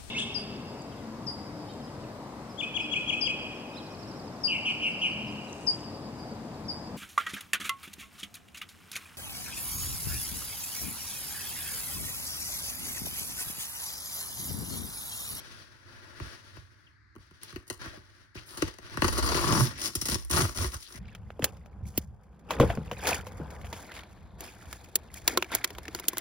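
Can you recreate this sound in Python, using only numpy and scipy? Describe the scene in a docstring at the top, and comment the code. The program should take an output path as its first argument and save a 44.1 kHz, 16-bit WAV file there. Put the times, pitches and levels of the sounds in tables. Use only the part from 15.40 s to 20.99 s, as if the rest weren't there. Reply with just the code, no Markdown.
"""Stiff card rasps over a workbench in faint room air; nails pick at a tab, then the mailer rips along its tear strip.
Rubbing is fine friction grain; knocks and rips are short bursts of cracks, each with a low thump.
The tear, one long pull among shorter tugs, is a train of snapping perforations with sprays of breaking fibres.
The sheet carries its plucks as bending waves whose lows arrive last; a small room and a pair of ports shape the stereo."""
import sys
import numpy as np
from scipy import signal
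from scipy.fft import rfft, irfft, next_fast_len
from scipy.io import wavfile
from scipy.ndimage import uniform_filter1d

SR = 44100
rng = np.random.default_rng(int(sys.argv[2]) if len(sys.argv) > 2 else 0)


def bounce(signal):
    """Save signal as a 16-bit WAV file at the path given by the first command-line argument."""
    frames = np.transpose(np.atleast_2d(signal))
    limited = np.clip(frames, -1, 1)
    pcm = np.round(limited * 32767).astype(np.int16)
    wavfile.write(sys.argv[1], SR, pcm)


N = 246519
TIME = np.arange(N) / SR
SIZE = next_fast_len(N + SR // 2)  # room for tails
HZ = np.maximum(np.arange(SIZE // 2 + 1) * SR / SIZE, 1)
HALVES = np.array([[.5], [-.5]])  # splits a left-right difference between the ports


def from_db(db):
    """Decibels to gain."""
    return np.exp(np.asarray(db) * (np.log(10) / 20))


def to_db(power):
    """Power to decibels."""
    return 10 * np.log10(power + 1e-14)


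def in_time(rows):
    """Each column of a curve at every sample."""
    s, *columns = np.transpose(rows)
    return [np.interp(TIME, s, column) for column in columns]


def at_hz(points):
    """A curve over log frequency, read at every frequency."""
    hz, value = np.transpose(points)
    return np.interp(np.log(HZ), np.log(hz), value)


def unit(x):
    """Scale to rms 1."""
    return x / np.sqrt(np.mean(np.abs(x) ** 2) + 1e-20)


def colour(points):
    """A response that passes white noise at unchanged power, thinned below 20 Hz."""
    low_cut = HZ ** 2 / (HZ ** 2 + 20 ** 2)
    return unit(from_db(at_hz(points)) * low_cut)


def through(x, response):
    """Filter by a frequency response."""
    return irfft(rfft(x, SIZE) * response, SIZE)[..., :N]


def drift(per_s):
    """Slow random wandering of spread 1."""
    count = N // 16
    hz = np.arange(count // 2 + 1) * SR / N
    slow = irfft(rfft(rng.standard_normal(count)) / (1 + (hz / per_s) ** 4), count)
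    return np.interp(TIME, np.linspace(0, N / SR, count), unit(slow))


def evened(x, span_s):
    """Hold the power near 1 over a short span, keeping the finer grain."""
    power = uniform_filter1d(np.mean(np.atleast_2d(x) ** 2, axis=0), int(span_s * SR))
    return x / np.sqrt(np.maximum(power, 1e-9))


def ports(three, alike):
    """One shared and two separate signals become a left-right pair."""
    alike = np.clip(alike, 0, 1)
    return np.sqrt(alike) * three[0] + np.sqrt(1 - alike) * three[1:]


def panned(pan_db):
    """Left and right gains for a left-right difference."""
    return from_db(pan_db * HALVES)


def grains(per_s, spread_db, alike):
    """Small contacts slip or break: random clicks of uneven size and either sign, rms 1."""
    chance = rng.random((3, N)) * SR / per_s
    hit = chance < 1
    clicks = np.zeros((3, N))
    clicks[hit] = from_db(spread_db * np.minimum(-np.log(chance[hit] + 1e-12), 4))
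    signs = 2 * rng.integers(2, size=(3, N), dtype=np.int8) - 1
    return unit(ports(clicks * signs, alike))


def resonance(x, hz, width_hz):
    """A band-pass with gain 1 at its centre, which may move."""
    turn = np.exp(2j * np.pi * np.cumsum(hz * np.ones(x.shape[-1])) / SR)
    r = np.exp(-np.pi * width_hz / SR)
    return 2 * np.real(turn * signal.lfilter([1 - r], [1, -r], x * turn.conj()))


def stroke(start, length, attack_s, release_s):
    """Attack, hold and release of one movement of the hand."""
    age = np.maximum(TIME - start, 0)
    return (1 - np.exp(-age / attack_s)) * np.exp(-np.clip((age - length) / release_s, 0, 30))


# Spectrum of the room's own noise: pitch_hz, relative_db
ROOM_AIR = [(25, -23), (60, 18), (110, 16.5), (180, 0.5), (330, 1.5), (600, -26), (900, -9), (1300, 1),
            (1650, 6), (2100, 1), (3000, -24), (4500, -10.5), (7000, -28), (16000, -47)]


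def background(air_db=-63.0, hum_hz=99, hum_width_hz=8, hum_db=-61.0, hum_quiet_db=-71.0):
    """Room air is coloured noise; the wavering low hum is a narrow noise band that swells, then sinks after 1.2 s."""
    air = through(ports(rng.standard_normal((3, N)), 0.2), colour(ROOM_AIR))
    hum_band = unit(1 / (1 + ((HZ - hum_hz) / hum_width_hz) ** 2))
    hum = evened(through(rng.standard_normal(N), hum_band), 0.48)
    hum_level_db = np.interp(TIME, [0, .6, 1.2, 1.55], [hum_quiet_db, hum_db, hum_db, hum_quiet_db])
    return from_db(air_db) * air + hum * from_db(hum_level_db)


# Card sliding on the bench and under the hands, before layer trims: start_s, length_s, body_db, hiss_db
RUB_STROKES = [(-0.05, 0.25, -58, -58.5), (0.17, 0.76, -66.5, -69), (0.43, 0.43, -60, -66),
               (0.764, 0.19, -55.5, -56.5), (1.001, 0.2, -62.5, -63), (1.248, 0.23, -73.5, -76),
               (1.79, 0.077, -73, -70.5), (1.926, 0.12, -73.5, -72), (2.011, 0.097, -64, -60),
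               (2.391, 0.077, -53.5, -56.5), (2.524, 0.028, -60, -63), (2.617, 0.21, -70.5, -71.5),
               (2.945, 0.026, -66.5, -58), (2.961, 0.0087, -55, -57.5), (3.054, 0.17, -63, -65),
               (3.182, 0.066, -53.5, -51.5), (3.389, 0.91, -52.5, -55)]
RUB_ATTACK_SHARE, RUB_RELEASE_S = 0.096, 0.059  # a longer rub starts more gently


def rubbing_levels():
    """Body and hiss dB of all the rubs, their powers added."""
    power = 0
    for start, length, body_db, hiss_db in RUB_STROKES:
        force = stroke(start, length, RUB_ATTACK_SHARE * length, RUB_RELEASE_S)
        power = power + np.outer(from_db([body_db, hiss_db]), force) ** 2
    return to_db(power)


# Spectrum of the rubbed card's body: pitch_hz, relative_db
RUB_BODY = [(60, -7), (110, 1), (190, -6.5), (300, -3.5), (450, -8), (650, -15), (850, -16), (1200, -8.5),
            (1550, -4), (2000, -12), (2600, -17.5), (5000, -86)]
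# Spectrum of the rubbing surface's hiss: pitch_hz, relative_db
RUB_HISS = [(1200, -34), (2400, -3.5), (3300, 3.5), (4500, 2.5), (6000, -0.5), (7200, -10), (10500, -5),
            (13000, -21.5), (16000, -9)]


def slide(body_trim_db=3.5, hiss_trim_db=2.0, patchy_db=1.5, catch_db=-2.5):
    """Dry friction is very fine grains; nail catches grow stronger once the fingers pick at the tab."""
    body_db, hiss_db = rubbing_levels()
    catches = grains(220, 3.0, .6) * np.interp(TIME, [1.7, 2.1], [.2, 1])
    friction = grains(20000, 2.0, 0.13) + from_db(catch_db) * catches
    friction = friction * from_db(patchy_db * drift(23.5))
    body = through(friction * from_db(body_db + body_trim_db), colour(RUB_BODY))
    hiss = through(friction * from_db(hiss_db + hiss_trim_db), colour(RUB_HISS))
    return body + hiss


def squeak(s=1.465, length_s=.014, from_hz=3600, to_hz=2300, level_db=-56.0):
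    """One tiny falling sine squeak as the hand lets go."""
    progress = np.clip((TIME - s) / length_s, 0, 1)
    hz = from_hz + (to_hz - from_hz) * progress
    return from_db(level_db) * np.sin(np.pi * progress) * np.sin(2 * np.pi * np.cumsum(hz) / SR)


# Fingertips and the loose strip scuffing the card: start_s, length_s, level_db, pitch_hz
SCUFF_STROKES = [(1.754, 0.074, -78, 328), (2.417, 0.085, -52, 1400), (2.521, 0.062, -60.5, 613),
                 (2.962, 0.033, -50.5, 2390), (3.074, 0.073, -61, 3980), (3.094, 0.13, -58.5, 1150),
                 (4.317, 0.16, -53, 2020), (5.325, 0.043, -47.5, 1270), (5.411, 0.091, -57, 3698),
                 (5.534, 0.073, -56, 1920)]


def scuffs(width_share=0.53):
    """Each scuff is a short swell of uneven slips through one broad resonance, applied twice."""
    out, slips = np.zeros((2, N)), grains(1200, 6.8, 0.15)
    for s, length, db, hz in SCUFF_STROKES:
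        at = np.arange(int(s * SR), min(int((s + length) * SR), N))
        rasp = resonance(slips[:, at], hz, width_share * hz)
        rasp = resonance(rasp, hz, width_share * hz)
        out[:, at] += from_db(db) * unit(rasp * np.hanning(len(at)) ** .5)
    return out


# The tab buckling with a hollow pop: start_s, level_db before the rise, pitch_hz, t60_s
TAB_POPS = [(3.176, -33, 318, .04), (3.2257, -8.5, 310, 0.037), (3.782, -21, 408, 0.046)]


def pops(rise_s=0.0032, size=8192):
    """A buckle sets one low mode of the flap ringing as a decaying sine."""
    out, age = np.zeros(N), np.arange(size) / SR
    for s, db, hz, t60 in TAB_POPS:
        at = int(s * SR)
        swell = from_db(db - 60 * age / t60) * (1 - np.exp(-age / rise_s))
        out[at:at + size] += swell * np.sin(2 * np.pi * hz * age)
    return out


# The mailer rocking on the bench, before wavering: start_s, length_s, level_db, first_hz, last_hz, left_lead_rad
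ROCKING_SWINGS = [(3.669, 0.44, -34.5, 62.1, 67.8, 2.2), (4.201, 0.036, -26, 123, 113, 0.23),
                  (4.356, 0.04, -49, 64, 59, 0.3), (4.574, 0.011, -43, 85, 60.4, 0.3),
                  (4.726, 0.031, -34, 80, 58.5, 1.02), (4.775, 0.14, -41.5, 57, 54.6, 2.74),
                  (4.915, 0.048, -32.5, 73, 87, 0.3), (5.023, 0.038, -28.5, 131, 85, 0.2),
                  (5.072, 0.038, -42, 69.5, 60, 0.4), (5.188, 0.058, -32, 69.6, 95, 0.2),
                  (5.246, 0.038, -31, 97.75, 58, 0.51), (5.353, 0.021, -43, 81, 63, 0.32)]
SWAY_ATTACK_S, SWAY_RELEASE_S = 0.0054, 0.011


def sways(waver=0.088, uneven_db=2.5, size=22050):
    """The whole mailer rocks on the bench: low sines glide and waver, out of step between the ports."""
    out, age = np.zeros((2, N + size)), np.arange(size) / SR
    speed, strength = np.exp(waver * drift(43)), from_db(uneven_db * drift(21))
    for start, length, db, from_hz, to_hz, lead in ROCKING_SWINGS:
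        at = np.arange(size) + int(start * SR)
        hz = np.interp(age, [0, length], [from_hz, to_hz]) * speed[at % N]
        turn = 2 * np.pi * np.cumsum(hz) / SR
        release = np.exp(-np.maximum(age - length, 0) / SWAY_RELEASE_S)
        swing = (1 - np.exp(-age / SWAY_ATTACK_S)) * release * strength[at % N]
        out[:, at] += from_db(db) * swing * np.sqrt(2) * np.sin(turn + lead * HALVES)
    return out[:, :N]


def bending(delay_s=.007, at_pitch_hz=300, slope=0.9024):
    """Bending waves in card are slower the lower they are: a click becomes a falling chirp."""
    late = delay_s * (np.maximum(HZ, 70) / at_pitch_hz) ** -slope
    return np.exp(-2j * np.pi * np.cumsum(late) * SR / SIZE)


# Spectrum of the ringing sheet: pitch_hz, relative_db
BOARD_COLOUR = [(150, -17), (260, 1), (330, 4), (395, 1), (470, 0), (580, -7.5), (740, -5), (860, -9.5),
                (1000, -2.5), (1200, 0.5), (1600, -2.5), (2000, -7.5), (2600, -9.5), (4500, -26)]
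# Spectrum of the breaking fibres: pitch_hz, relative_db
FIBRE_COLOUR = [(900, -60), (2000, 3), (2900, 1.5), (3600, 4), (4500, 3.5), (5800, 3), (7000, 2.5),
                (8500, -6.5), (13000, -33)]
# Spectrum of the finest splinters: pitch_hz, relative_db
SPLINTER_COLOUR = [(4500, -9), (7000, 1), (8500, 7.5), (10200, 8.5), (12500, 7.5), (14000, 3.5),
                   (16000, 1.5), (18000, -84)]
# Left-right balance of the ringing sheet, wavering by a few dB: time_s, left_minus_right_db
SHEET_PAN = [(3.2, 0), (3.7, 0.5), (4.0, 2), (4.5, -2), (5.0, 1.5)]


def card(board, fibre, splinters, splinter_width=0.13):
    """The sheet rings in the middle range; fibres crackle straight into the air, the finest from nearly one spot."""
    centre = splinters.mean(axis=0)
    splinters = centre + splinter_width * (splinters - centre)
    board = board * panned(in_time(SHEET_PAN)[0])
    ringing = through(board, colour(BOARD_COLOUR) * bending())
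    return ringing + through(fibre, colour(FIBRE_COLOUR)) + through(splinters, colour(SPLINTER_COLOUR))


def thump(hz, sag_db, octaves=0.56, top_hz=450, sag_hz=70, sag_octaves=0.75,
          delay_s=0.005184, slope=1.4, size=8192):
    """The sheet's falling answer to one blow, with unit energy: a knock plus a lower sag of the whole sheet."""
    f = np.maximum(np.arange(size // 2 + 1) * SR / size, 1)
    late = delay_s * (np.maximum(f, 92) / 300) ** -slope
    phase = -2j * np.pi * np.cumsum(late) * SR / size
    knock = np.exp(-.5 * (np.log2(f / hz) / octaves) ** 2) / (1 + (f / top_hz) ** 4)
    sag = from_db(sag_db) * np.exp(-.5 * (np.log2(f / sag_hz) / sag_octaves) ** 2)
    # the wave also comes back from the edges, by longer paths
    edges = sum(rng.uniform(-.35, .35) * np.exp(phase * rng.uniform(1.4, 3.2)) for edge in range(3))
    wave = irfft((knock + sag) * (np.exp(phase) + edges))
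    return wave / np.linalg.norm(wave)


# Low knocks of the sheet, before layer trims: bumps by fingers and edges, and extra thumps under some rips:
# start_s, thump_db, thump_hz, board_db, sag_db (against the main part of the thump)
SHEET_KNOCKS = [(0.799, -35.5, 102, -52, 6), (1.168, -45, 120, -54, 8), (1.752, -54, 340, -62, 11),
                (1.761, -48.5, 273, -58, 0), (1.782, -55.5, 170, -64, 9), (1.91, -53.5, 169, -59.5, 5),
                (2.126, -43.5, 170, -50.5, 12), (2.16, -41, 280, -41.5, -1.5),
                (2.458, -41, 257, -46.5, 6.5), (2.572, -49, 196, -56, 1), (2.952, -41, 198, -48, 7.5),
                (3.543, -46, 140, -49, -2), (3.5722, -32.5, 228, -34.5, 7), (4.553, -35.5, 310, -78, 7.5),
                (4.619, -38, 238, -62, 5.5), (4.685, -35.5, 240, -50, -6), (4.901, -38.5, 280, -41, 0),
                (5.338, -46, 89.7, -60, 2), (5.547, -43, 203, -55, 1)]
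KNOCK_FIBRE_DB, KNOCK_BRIGHT_DB, KNOCK_LENGTH_S = -12.5, -3.5, 0.00097  # fibres to board, splinters to fibres
# Nail picks, single rips and the loudest cracks, before layer trims:
# start_s, fibre_db, depth_db (board over fibres), length_s
SINGLE_RIPS = [(0.7996, -64, 15.5, 0.00087), (2.033, -51, -7.5, 0.0011), (2.268, -66, 1, 0.0047),
               (2.278, -59.5, -8, 0.0073), (2.3, -40, -1.5, 0.0018), (2.308, -48, 0, 0.0012),
               (2.327, -56, -4, 0.0019), (3.057, -59, -15, 0.2), (3.108, -59, -1, 0.0013),
               (3.126, -69, 1, .002), (3.15, -62, -1, 0.0026), (3.1719, -43, 1, 0.0092),
               (3.221, -34, 6, 0.0027), (3.278, -48.5, 4, 0.0056), (3.339, -59, 2, 0.0021),
               (3.385, -53.5, 5, 0.0014), (3.62, -33.5, 11, 0.00082), (3.6424, -32, 6, 0.0071),
               (3.679, -34.5, 2.5, 0.0065), (3.725, -38.5, -0.5, 0.012), (3.777, -33.5, 1, 0.018),
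               (3.825, -41.5, 4, 0.007), (3.864, -51, 8, 0.0013), (3.875, -40.5, 4, 0.002),
               (3.888, -38.5, 1, 0.004), (3.946, -39, 6, 0.0011), (3.973, -40.5, 7.5, 0.0023),
               (4.105, -47, 8.5, 0.0022), (4.124, -40, 7, 0.0029), (4.174, -46, 9.5, 0.0033),
               (4.272, -52, 0, 0.0026), (4.415, -41, -2.5, 0.003), (4.465, -45, -2, 0.00083),
               (4.483, -48, -1, 0.0016), (4.5521, -37, -9, 0.0071), (4.613, -38, -6.5, 0.009),
               (4.6542, -36, -4.5, 0.011), (4.67, -53, -5, 0.0027), (4.684, -35.5, -1, 0.0072),
               (4.698, -39.5, -7, 0.0014), (4.708, -50, -3, 0.0017), (4.849, -57, -9, 0.00089),
               (4.896, -43, -8, 0.032), (4.911, -40.5, -9, 0.003), (4.933, -40, -1, 0.0031),
               (4.9685, -39.5, 8, 0.0023), (4.974, -38, 5.5, 0.0012), (4.989, -38, 4, 0.0016),
               (5.021, -45, 3, 0.0039), (5.083, -49.5, 2.5, 0.0012), (5.159, -45, -1.5, 0.0099),
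               (5.243, -41.5, 7.5, 0.0024), (5.326, -50, -3, 0.015), (5.341, -46.5, -4, 0.004)]
# a deeper rip is duller and knocks the sheet harder; thump is against the board level
RIP_BRIGHT_DB, DULL_PER_DEPTH, RIP_THUMP_DB, RIP_THUMP_HZ, RIP_SAG_DB = -4, 1, -3, 260, 6.5


def blows():
    """Every knock and rip: start_s, thump_db, thump_hz, sag_db, board_db, fibre_db, bright_db, length_s."""
    rows = []
    for s, db, hz, board_db, sag_db in SHEET_KNOCKS:
        fibre_db = board_db + KNOCK_FIBRE_DB
        rows.append((s, db, hz, sag_db, board_db, fibre_db, KNOCK_BRIGHT_DB, KNOCK_LENGTH_S))
    for s, fibre_db, depth, length in SINGLE_RIPS:
        board_db = fibre_db + depth
        bright_db = RIP_BRIGHT_DB - DULL_PER_DEPTH * depth
        rows.append((s, board_db + RIP_THUMP_DB, RIP_THUMP_HZ, RIP_SAG_DB, board_db, fibre_db, bright_db, length))
    return rows


def snaps(thump_trim_db=0.0, board_trim_db=0.0, fibre_trim_db=-3.5, splinter_trim_db=5.0,
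          rise_s=0.00034, rise_share=0.052, settle_db=-34.5, settle_s=0.04, size=8192):
    """A snap is a dying burst of cracks and one thump; levels are energy spread over 10 ms."""
    low, board, fibre, splinters = np.zeros((4, 2, N + size))
    cracks, stragglers = grains(14000, 4.9, 0.38), grains(500, 5.5, 0.88)
    age = np.arange(size) / SR
    for s, low_db, low_hz, sag_db, board_db, fibre_db, bright_db, length in blows():
        at = np.arange(size) + int(s * SR)
        # a few late cracks follow as the bent card settles
        settling = stragglers[:, at % N] * from_db(settle_db) * np.exp(-age / settle_s)
        burst = cracks[:, at % N] * np.exp(-age / length) + settling
        burst = burst * (1 - np.exp(-age / (rise_s + rise_share * length)))
        burst = burst / np.sqrt(np.sum(burst ** 2) / 2 + 1e-20)
        low[:, at] += thump(low_hz, sag_db) * from_db(low_db + thump_trim_db)
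        board[:, at] += burst * from_db(board_db + board_trim_db)
        fibre[:, at] += burst * from_db(fibre_db + fibre_trim_db)
        splinters[:, at] += burst * from_db(fibre_db + bright_db + splinter_trim_db)
    return np.sqrt(SR / 10 ** 2) * (low[:, :N] + card(board[:, :N], fibre[:, :N], splinters[:, :N]))


TUG_ATTACK_S, TUG_RELEASE_SHARE, TUG_ARCH_DB = 0.0057, 0.1, 7.5  # a longer tug dies more slowly


def tug(start, length, release_s):
    """The force of one tug: it bites quickly, is strongest midway and lets go."""
    progress = np.clip((TIME - start) / length, 0, 1)
    return stroke(start, length, TUG_ATTACK_S, release_s) * from_db(-TUG_ARCH_DB * (2 * progress - 1) ** 2)


# The one long pull on the strip, before layer trims: time_s, flex_db, board_db, fibre_db, splinter_db
STRIP_PULL = [(3.825, -39, -35.5, -43, -38), (3.886, -39, -40, -40.5, -42.5), (3.908, -39, -33, -38.5, -44),
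              (3.958, -32, -35, -33.5, -39), (4.002, -39, -35.5, -38, -41), (4.06, -27, -30.5, -35, -40.5),
              (4.12, -21.5, -30.5, -35, -38), (4.227, -22.5, -35.5, -36.5, -33.5),
              (4.275, -31.5, -48, -40.5, -46), (4.305, -46, -69, -64, -55), (4.38, -46.5, -63, -49, -69)]
PULL_EDGE_S = 0.0077  # its onset and fade
# Short tugs before and after it, before layer trims: start_s, length_s, flex_db, board_db, fibre_db
STRIP_TUGS = [(3.603, 0.12, -36, -55, -42.5), (3.737, 0.069, -41, -40, -43), (4.374, 0.13, -44, -44, -43),
              (4.426, 0.054, -47, -44.5, -34), (4.519, 0.31, -50, -52.5, -49.5),
              (4.696, 0.062, -26.5, -35, -33), (4.902, 0.15, -24.5, -29.5, -31.5),
              (5.031, 0.1, -44, -48, -45.5), (5.142, 0.14, -32, -37.5, -38.5),
              (5.288, 0.097, -43, -55, -49.5), (5.384, 0.077, -60, -67, -52),
              (5.465, 0.14, -54, -52.5, -54)]
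FLEX_LAG_S, FLEX_RELEASE_S = 0.011, 0.013  # the sheet follows the hand late and sways on
TUG_SPLINTER_DB = -1  # splinters against fibres


def pulling_levels():
    """Flexing, board, fibre and splinter dB of the long pull and the tugs, their powers added."""
    begin, end = STRIP_PULL[0][0], STRIP_PULL[-1][0]
    pull = stroke(begin, end - begin, PULL_EDGE_S, PULL_EDGE_S)
    power = (from_db(in_time(STRIP_PULL)) * pull) ** 2
    for start, length, flex_db, board_db, fibre_db in STRIP_TUGS:
        force = tug(start, length, TUG_RELEASE_SHARE * length)
        flexing = tug(start + FLEX_LAG_S, length, FLEX_RELEASE_S)
        power[0] += (from_db(flex_db) * flexing) ** 2
        power[1:] += np.outer(from_db([board_db, fibre_db, fibre_db + TUG_SPLINTER_DB]), force) ** 2
    return to_db(power)


# Speed of the pull, before jitter: time_s, perforations_per_s
TEAR_SPEED = [(3.85, 210), (4.07, 153.6), (4.16, 163.5), (4.22, 126), (4.3, 100), (4.72, 122), (4.78, 70),
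              (4.92, 91.4), (4.98, 170), (5.03, 122), (5.1, 59.3), (5.24, 104.5), (5.32, 53.6)]


def perforations(jitter=.14, uneven_db=3.5, heavy_hz=120):
    """One click per bridge of card the strip breaks; the sheet rocks in step, more widely when the pull is slow."""
    per_s, = in_time(TEAR_SPEED)
    passed = np.cumsum(per_s * np.exp(jitter * drift(70))) / SR
    breaks = np.diff(np.floor(passed), prepend=0) * from_db(uneven_db * rng.standard_normal(N))
    rocking = np.sin(2 * np.pi * passed) * (heavy_hz / per_s) ** 2
    return breaks, rocking


def spray(breaks, length_s, steady):
    """The cracks crowd in just after each break, over a steady share."""
    crowding = signal.lfilter([1], [1, -np.exp(-1 / (length_s * SR))], breaks + 1e-18)
    return steady + unit(crowding)


def tinted(cracks, hz, octaves=0.42, per_s=45, width_share=0.26, boost=0.59):
    """A broad resonance wanders at random through the crackle, so its tint keeps changing."""
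    centre = hz * 2 ** (octaves * np.clip(drift(per_s), -2, 2))
    return cracks + boost * resonance(cracks, centre, width_share * hz)


# Spectrum of the flexing sheet: pitch_hz, relative_db
FLEX_COLOUR = [(25, -42), (45, -30), (70, -5.5), (125, 0), (170, -3), (220, -4), (300, -13), (400, -16),
               (600, -28), (1500, -71)]


def tear(clump_db=-0.5, flex_trim_db=-6.5, board_trim_db=-3.5, fibre_trim_db=-4.0, splinter_trim_db=0.5,
         rumble=0.91, rocking_db=-2.5):
    """Each broken bridge plucks the sheet and sheds a spray of fibre cracks."""
    flex_db, board_db, fibre_db, splinter_db = pulling_levels()
    breaks, rocking = perforations()
    # bundles snap right at the break; single fibres and their fine splinters trail after it
    kinds = (tinted(grains(1200, 4.2, .7), 1150) * spray(breaks, .004, .22),
             tinted(grains(1200, 4.3, .45), 5000, octaves=.25) * spray(breaks, .005, .3),
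             tinted(grains(2800, 3.6, .55), 9500, octaves=.3) * spray(breaks, .01, .45))
    bundles, fibres, splinters = [evened(cracks * from_db(clump_db * drift(28)), 0.048) for cracks in kinds]
    plucks = evened(breaks, 0.043) + rumble * grains(2200, 0.28, 0.15)
    bent = through(plucks, colour(FLEX_COLOUR) * bending())
    flexing = evened(bent + from_db(rocking_db) * rocking, 0.031)
    crackle = card(bundles * from_db(board_db + board_trim_db),
                   fibres * from_db(fibre_db + fibre_trim_db),
                   splinters * from_db(splinter_db + splinter_trim_db))
    return flexing * from_db(flex_db + flex_trim_db) + crackle


# Resonances shifting as the strip peels back:
# time_s, flap_hz, flap_boost_db, pocket_hz, pocket_boost_db, strip_hz, strip_boost_db
PEELING = [(3.6, 380, 6.5, 1050, 1.5, 4660, 3.5), (3.85, 487, 7, 1090, 7.5, 4630, 10.5),
           (3.95, 423, 7.5, 1130, 6.5, 4400, 6), (4.06, 375, 2, 1060, 3, 4660, 2.5),
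           (4.15, 357, 4.5, 950, 6.5, 5600, 6.5), (4.45, 300, 4, 1220, 0.5, 5290, 8),
           (4.75, 310, 0, 1240, -6.5, 5600, 5.5), (5.0, 390, 3.5, 1450, 1.5, 5840, 4),
           (5.26, 290, -2.5, 1240, -4.5, 5660, 4.5)]


def opening(x, flap_width_hz=90, pocket_width_hz=260, strip_width_hz=650):
    """Moving resonances: the pocket's boost is strong in the long pull, then wavers between dip and slight boost;
    the flap's note wanders and the strip's tends upward."""
    flap_hz, flap_db, pocket_hz, pocket_db, strip_hz, strip_db = in_time(PEELING)
    parts = ((flap_hz, flap_db, flap_width_hz),
             (pocket_hz, pocket_db, pocket_width_hz),
             (strip_hz, strip_db, strip_width_hz))
    return x + sum((from_db(db) - 1) * resonance(x, hz, width_hz) for hz, db, width_hz in parts)


# Resonances of the mailer on the bench: pitch_hz, width_hz, boost_db
MAILER_MODES = [(508, 14, 3), (683, 14, 5), (830, 45, 0), (885.6, 10.6, 10), (1001, 10, 4),
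                (1127, 9.5, 2.5), (1268, 28, 2.5), (1520, 11, 0), (1866, 21, 9), (3016, 79, 1.5),
                (4440, 69, 0)]


def rings(x):
    """Fixed resonances colour the tearing, knocking and sliding card."""
    response = 1
    for hz, width_hz, boost_db in MAILER_MODES:
        response = response + (from_db(boost_db) - 1) / (1 + 1j * (HZ ** 2 - hz ** 2) / (HZ * width_hz))
    return through(x, response)


def workshop(x, near_db=-2.5, near_t60=0.035, room_db=-8.0, room_t60=0.28, dull_hz=6000, bass_share=0.57):
    """Quick scatter off the bench and a short room tail, different at each port and weaker in bass and treble."""
    age = np.maximum(TIME - .002, 0)
    tail = 0
    for level_db, t60 in ((near_db, near_t60), (room_db, room_t60)):
        echoes = rng.standard_normal((2, N)) * from_db(-60 * np.minimum(age / t60, 4)) * (age > 0)
        tail = tail + from_db(level_db) * unit(echoes) / np.sqrt(N)
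    walls = np.interp(HZ, [700, 3000], [bass_share, 1]) / np.sqrt(1 + (HZ / dull_hz) ** 2)
    return x + through(x, rfft(tail, SIZE) * walls)


# Gain on the ports' difference: pitch_hz, difference_db
STEREO_WIDTH = [(40, 21), (70, 6), (125, 2), (280, -13), (550, 4), (1200, -0.5)]
# Phase by which the left port leads: pitch_hz, lead_rad
STEREO_PHASE = [(60, 0), (400, 0.4), (1200, 0.6), (2000, 3), (4500, 2), (6500, -2.8), (8400, -3.3),
                (9200, -5.8), (10800, -7), (12000, -9.4), (13700, -9.5), (14800, -12.4)]


def scene(slide_pan_db=1.0):
    """The card in the room: stereo width varies with pitch and the ports fall out of step in the treble."""
    torn = opening(tear() + snaps())
    handled = rings(torn + slide() * panned(slide_pan_db))
    mailer = workshop(handled + scuffs() + pops() + squeak())
    centre = mailer.mean(axis=0)
    side = through(mailer[0] - centre, from_db(at_hz(STEREO_WIDTH)))
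    mailer = centre + side * np.array([[1], [-1]])
    stepped = through(mailer, np.exp(1j * at_hz(STEREO_PHASE) * HALVES))
    return stepped + sways() + background()


# Level difference of the two ports: pitch_hz, left_minus_right_db
STEREO_BALANCE = [(60, -2), (120, -3), (200, 0.8), (380, 0.9), (700, 6.4), (1300, 6.2), (2400, 2.5),
                  (3300, 4), (4500, 10.5), (6000, 9), (8000, 0), (15000, 0)]
CUTOFF_HZ = 15900


def record(dry):
    """Each port has its own colour; the top is cut steeply."""
    sides = panned(at_hz(STEREO_BALANCE))
    return through(dry, sides / np.sqrt(1 + (HZ / CUTOFF_HZ) ** 160))


dry = scene()
out = record(dry)
bounce(out)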